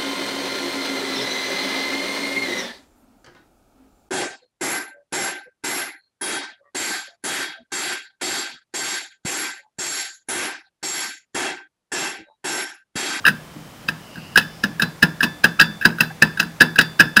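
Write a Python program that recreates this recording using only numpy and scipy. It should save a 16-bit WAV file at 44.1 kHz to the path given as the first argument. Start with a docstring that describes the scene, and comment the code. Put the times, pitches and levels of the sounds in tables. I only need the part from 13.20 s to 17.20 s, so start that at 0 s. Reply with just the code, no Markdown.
"""A steel wrench is worked back and forth on the nuts of a car wheel, close by, over an outdoor rumble.
First it taps as it takes up its slack, then clanks home: steel clashes, the tyre thuds, the wheel rings.
A quieter moment follows, with soft bumps and the rub of a sleeve. After about a second the clanks come
hard and often, up to the end, and a loose nut pings on some return strokes. The car and the yard
scatter each blow, and the hardest blows overload the recorder."""
import sys
import numpy as np
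from scipy import signal
from scipy.fft import rfft, irfft
from scipy.io import wavfile
from scipy.ndimage import map_coordinates

SR = 44100
rng = np.random.default_rng(int(sys.argv[2]) if len(sys.argv) > 2 else 0)


def bounce(signal):
    """Save signal as a 16-bit WAV file at the path given by the first command-line argument."""
    frames = np.transpose(np.atleast_2d(signal))
    limited = np.clip(frames, -1, 1)
    pcm = np.round(limited * 32767).astype(np.int16)
    wavfile.write(sys.argv[1], SR, pcm)


N = 176400
AGE = np.arange(int(.7 * SR)) / SR  # seconds since a blow began


# Each row: start in seconds, wrench level in dB, wrench pitch in Hz, then clash, thud and wheel in dB.
CLANK_HITS = [(0.062, -6, 1640, -11.5, -25.5, -48), (0.079, -12, 1573, -13, -29.5, -55),
              (0.684, -16.5, 1728, -17.5, -28, -53), (1.1725, 0, 1621, -3.5, -24.5, -40.5),
              (1.435, -7.5, 1667, -17, -22.5, -50), (1.618, -17.5, 1557, -12, -20.5, -46.5),
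              (1.825, 0.5, 1713, -7.5, -17, -42.5), (2.028, -20, 1660, -11.5, -23, -40),
              (2.036, -23, 1620, -16, -25, -49), (2.239, 0, 1621, -6.5, -17.5, -40.5),
              (2.396, 0.5, 1599, -7.5, -26, -56), (2.409, -6.5, 1652, -7.5, -22, -37),
              (2.416, -8, 1574, -21, -27.5, -46), (2.65, -0.5, 1626, -6.5, -14.5, -57),
              (2.804, -11, 1567, -8.5, -21, -42), (3.02, 1, 1688, -7.5, -16, -41),
              (3.196, -9.5, 1618, -11, -23, -44.5), (3.405, 1.5, 1634, -7, -14, -38.5),
              (3.414, -3.5, 1698, -8, -23, -60), (3.585, 1, 1612, -5, -17.5, -70),
              (3.609, -21, 1700, -12.5, -30, -36.5), (3.794, -2, 1623, -9.5, -16.5, -66),
              (3.801, 1.5, 1665, -6.5, -19.5, -36), (3.965, 1.5, 1622, -6, -19, -40),
              (3.991, -9, 1580, -17, -19, -45)]

def clanks(graze_lead_s=.0045, graze_db=-16):
    """The wrench slams home and shakes the socket, tyre and wheel; the socket grazes the nut just before."""
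    out = np.zeros(N)
    for start, wrench_db, hz, clash_db, thud_db, wheel_db in CLANK_HITS:
        add(out, undb(clash_db + graze_db) * clash(), start - graze_lead_s)
        add(out, undb(wrench_db) * wrench(hz), start)
        contact = clash() + undb(-19) * squeak() + undb(-20.5) * rebounds()
        add(out, undb(clash_db) * contact, start)
        add(out, undb(thud_db) * knock(), start)
        add(out, undb(wheel_db) * wheel(), start)
    return out


# Each row: start in seconds, level in dB, wrench pitch in Hz.
TAP_HITS = [(0.05, -4.5, 1670), (0.074, -3, 1644), (0.089, -12, 1620), (0.954, -29, 1627),
            (0.974, -31.5, 1550), (1.156, -1.5, 1601), (1.595, -9.5, 1630), (1.63, -15, 1630),
            (1.838, -15, 1744), (2.004, -8.5, 1637), (2.61, -19.5, 1585), (2.622, -18, 1690),
            (2.635, -24.5, 1567), (2.782, -18.5, 1540), (2.831, -18.5, 1583), (3.171, -18, 1612),
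            (3.225, -15.5, 1632), (3.556, -12.5, 1603)]

def taps():
    """The wrench taps lightly as it takes up its slack."""
    out = np.zeros(N)
    for start, db, hz in TAP_HITS:
        contact = undb(-15) * clash() + undb(-25.5) * squeak()
        tap = wrench(hz) + contact + undb(-28) * knock()
        add(out, undb(db) * tap, start)
    return out


# The wrench's tones. Each row: multiple of its pitch, level in dB, fade time in seconds.
WRENCH_TONES = [(.83, -16.5, 0.094), (.93, -12, 0.088), (.965, 2, 0.038), (1.03, 3, 0.052),
                (1.1, -19, 0.064), (1.59, -13, 0.02), (1.635, -37, 0.02), (3.02, -16, 0.012)]

def wrench(hz, rise_s=.005):
    """The struck wrench bends and rings; tones close in pitch make the sound waver."""
    swell = 1 - np.exp(-(AGE / rise_s) ** 2)
    return ring(WRENCH_TONES, hz, scatter_db=1.2, detune=.006) * swell


# Where clashing steel rings. 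Each row: pitch in Hz, width in Hz, level in dB.
CLASH_BANDS = [(570, 1100, -10), (1003, 44, -6), (1405, 224, 4.5), (1622, 78, 11), (1828, 131, 8),
               (2643, 101, 11), (2907, 76, 5.5), (3200, 300, -4), (3776, 81, 4), (4020, 190, -1),
               (4858, 197, 0), (5107, 275, -0.5), (5500, 2900, -15.5), (8330, 320, -17.5),
               (13400, 12000, -23.5)]

def clash(scatter_db=2):
    """Steel hits steel; each contact lands somewhere else and brings out other pitches."""
    bands = [(hz, width, db + scatter_db * rng.standard_normal()) for hz, width, db in CLASH_BANDS]
    return chatter(bands, fade_s=.046)


# The socket's squeaks. Each entry: pitch in Hz.
SQUEAK_HZ = [9480, 10420, 13770, 14780]
# One row for each pitch above. Each row: width in Hz, level in dB.
SQUEAK_BANDS = [(170, -2.5), (131, 2.5), (120, 3), (170, -0.5)]

def squeak():
    """The socket, the cup that grips the nut, gives a thin, high ring."""
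    bands = [(hz, width, db) for hz, (width, db) in zip(SQUEAK_HZ, SQUEAK_BANDS)]
    return chatter(bands, fade_s=.057)


def rebounds(count=3, min_gap_s=.0073, spread_s=.013):
    """The loose socket rattles on its nut after a clank, each contact weaker than the last."""
    out = np.zeros(N)
    gaps = min_gap_s + spread_s * rng.random(count)
    for k, delay in enumerate(np.cumsum(gaps)):
        add(out, clash() / (k + 1), delay)
    return out[:len(AGE)]


# The wheel disc's broad knock. Each row: pitch in Hz, width in Hz, level in dB.
DISC_BANDS = [(204, 64, 3.5), (324, 190, -5.5), (680, 1900, -12), (963, 98, -5.5)]

def knock():
    """The tyre thuds under the rough knock of the wheel disc."""
    return tyre() + undb(-4.5) * chatter(DISC_BANDS, fade_s=.19)


# The tyre's tones. Each row: pitch in Hz (played 1% lower), level in dB, fade time in seconds.
TYRE_TONES = [(123.5, -20, 0.38), (161.5, -6.5, 0.42), (180, -8, 0.27), (210.5, -7, 0.25),
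              (236.6, -9.5, 0.25), (303.6, -9, 0.18), (349.7, -12, 0.08)]

def tyre(rise_s=.0016):
    """The shaken tyre gives a dull thud made of low tones."""
    swell = 1 - np.exp(-AGE / rise_s)
    return ring(TYRE_TONES, pitch=.99, scatter_db=3, detune=.022) * swell


# The wheel's tones. Each entry: pitch in Hz.
WHEEL_TONE_HZ = [1735, 2625, 3525, 4699, 5450]
# One row for each pitch above. Each row: level in dB, fade time in seconds.
WHEEL_TONES = [(11, 0.28), (-14, 0.44), (3, 0.49), (-0.5, 0.36), (2.5, 0.15)]

def wheel():
    """The steel wheel rings on after a clank."""
    tones = [(hz, db, fade_s) for hz, (db, fade_s) in zip(WHEEL_TONE_HZ, WHEEL_TONES)]
    return ring(tones, scatter_db=2.5)


# Each row: start in seconds, level in dB.
PING_HITS = [(1.62, -27.5), (2.804, -29), (3.195, -32)]

def nut_pings(hz=4027, fade_s=.18):
    """A loose nut pings with one clear tone on some return strokes."""
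    out = np.zeros(N)
    for start, db in PING_HITS:
        add(out, ring([(hz, db, fade_s)]), start)
    return out


# Each row: start in seconds, level in dB, pitch in Hz.
SOCKET_SCRAPES = [(0.04, -24, 1306), (0.049, -20, 2700), (2.389, -20, 1380), (2.393, -17, 2630),
                  (2.614, -31, 2600), (2.898, -32, 1684), (2.905, -34, 780)]

def scrapes(width_ratio=.072):
    """The socket scrapes briefly as it shifts on its nut."""
    out = np.zeros(N)
    for start, db, hz in SOCKET_SCRAPES:
        add(out, undb(db) * chatter([(hz, width_ratio * hz, 0)], fade_s=.05), start)
    return out


# Each row: start in seconds, level in dB.
TYRE_BUMPS = [(0.094, -24.5), (.356, -29.5), (0.694, -33.5), (.965, -27), (1.237, -29), (1.493, -26.5),
              (2.483, -25), (3.247, -26)]

def bumps(rise_s=.0054):
    """The tyre is bumped softly, so its thud starts more gently."""
    out = np.zeros(N)
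    swell = 1 - np.exp(-AGE / rise_s)
    for start, db in TYRE_BUMPS:
        add(out, undb(db) * tyre() * swell, start)
    return out


# The echo's tone colour. Each row: frequency in Hz, level in dB.
ECHO_COLOUR = [(60, -55), (170, -10), (350, 6.5), (800, -1.5), (1700, -5), (3000, -10.5), (6000, -4.5),
               (15000, -4)]

def yard_echo(sound, delay_s=.0013, build_s=.01):
    """Sound bounces off the car, the ground and nearby walls and blurs into a short echo."""
    build = 1 - np.exp(-np.maximum(AGE - delay_s, 0) / build_s)
    tail = rng.standard_normal(len(AGE)) * fade(fade_s=.3) * build
    tail /= np.linalg.norm(tail)
    size = 2 * len(AGE)
    gain = colour(ECHO_COLOUR, np.fft.rfftfreq(size, 1 / SR))
    tail = irfft(rfft(tail, size) * gain)[:len(AGE)]
    return undb(-14.5) * signal.fftconvolve(sound, tail)[:N]


# Each row: time in seconds, rasp level in dB, hiss level in dB, number that multiplies both pitches.
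SLEEVE_PATH = [(0.761, -61, -67, 1.09), (1.0, -49, -55, 0.96), (1.13, -52, -59, 1.02),
               (1.4, -62, -55, 1.08), (1.6, -71, -71, 1.2)]

def sleeve():
    """A sleeve rubs on the tyre with a faint rasp and hiss that slide in pitch."""
    times, *columns = np.array(SLEEVE_PATH).T
    rasp_db, hiss_db, pitch = (np.interp(np.arange(N) / SR, times, column) for column in columns)
    out = np.zeros(N)
    for db, base_hz, width_hz in [(rasp_db, 2820, 210), (hiss_db, 4850, 560)]:
        rub = band_noise([(base_hz, width_hz, 0)], N)
        out += undb(db) * map_coordinates(rub, [np.cumsum(pitch)], mode="wrap")  # faster sounds higher
    return out


# The rumble's tone colour. Each row: frequency in Hz, level in dB.
RUMBLE_COLOUR = [(15, -33), (25, -3.5), (173, 6.5), (340, -1), (378, -3), (457, -2.5), (614, -2.5),
                 (1240, -5.5), (2630, -11.5), (2920, -14), (3930, -14.5), (7700, -19), (15500, -24)]

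def rumble():
    """The outdoors hums along as a quiet, steady, low noise."""
    gain = colour(RUMBLE_COLOUR, np.fft.rfftfreq(N, 1 / SR))
    return undb(-44.5) * noise(gain, N)


def ring(tones, pitch=1, scatter_db=0, detune=0):
    """A struck object's fading tones; scatter_db varies their level and detune their pitch."""
    out = np.zeros(len(AGE))
    for k, (frequency, db, fade_s) in enumerate(tones):
        level = undb(db + scatter_db * rng.standard_normal())
        hz = frequency * pitch * (1 + detune * rng.standard_normal())
        out += (-1) ** k * level * fade(fade_s) * np.sin(2 * np.pi * hz * AGE)  # every other tone flips
    return out


def chatter(bands, fade_s, rise_s=.004):
    """Steel faces grind together for an instant and leave a short, noisy ring."""
    swell = np.minimum(AGE / rise_s, 1) ** 1.5
    decay = np.exp(-np.log(1000) * np.maximum(AGE - rise_s, 0) / fade_s)
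    return band_noise(bands, len(AGE)) * swell * decay


def band_noise(bands, size):
    """Noise that is strongest around each band's pitch."""
    hz = np.fft.rfftfreq(size, 1 / SR)
    power = sum(undb(db) ** 2 / (1 + 2 * ((hz - centre) / width) ** 2) ** 2 for centre, width, db in bands)
    return noise(np.sqrt(power), size)


def noise(gain, size):
    """Noise of standard strength; gain sets the balance of its frequencies."""
    wave = irfft(gain * np.exp(2j * np.pi * rng.random(len(gain))), size)
    return wave / wave.std()


def colour(points, hz):
    """Join the points of a tone colour to get a gain at each frequency."""
    point_hz, db = np.array(points).T
    return undb(np.interp(np.log(hz + 1), np.log(point_hz), db))


def fade(fade_s):
    """Die away, dropping 60 dB over the fade time."""
    return np.exp(-np.log(1000) * AGE / fade_s)


def undb(db):
    """Turn decibels into a gain, a number to multiply a sound by."""
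    return 10 ** (np.asarray(db) / 20)


def add(out, sound, start):
    """Mix a sound in at its start time in seconds."""
    i = max(int(start * SR), 0)
    out[i:i + len(sound)] += sound[:max(N - i, 0)]


def scene():
    """The work on the wheel, its echo and the background, in one channel."""
    near = taps() + clanks() + nut_pings() + scrapes() + bumps()
    return (near + yard_echo(near) + sleeve() + rumble())[None]


def record(dry, drive_db=2.5, low_cut_hz=44, top_hz=15750):
    """The recorder clips the hardest blows and cuts the deepest bass and the highest treble."""
    clipped = np.clip(undb(drive_db) * dry, -1, 1)
    bass_cut = signal.butter(1, low_cut_hz, "high", fs=SR, output="sos")
    treble_cut = signal.ellip(12, .1, 85, top_hz, fs=SR, output="sos")
    return signal.sosfilt(treble_cut, signal.sosfilt(bass_cut, clipped))


dry = scene()
out = record(dry)
bounce(out)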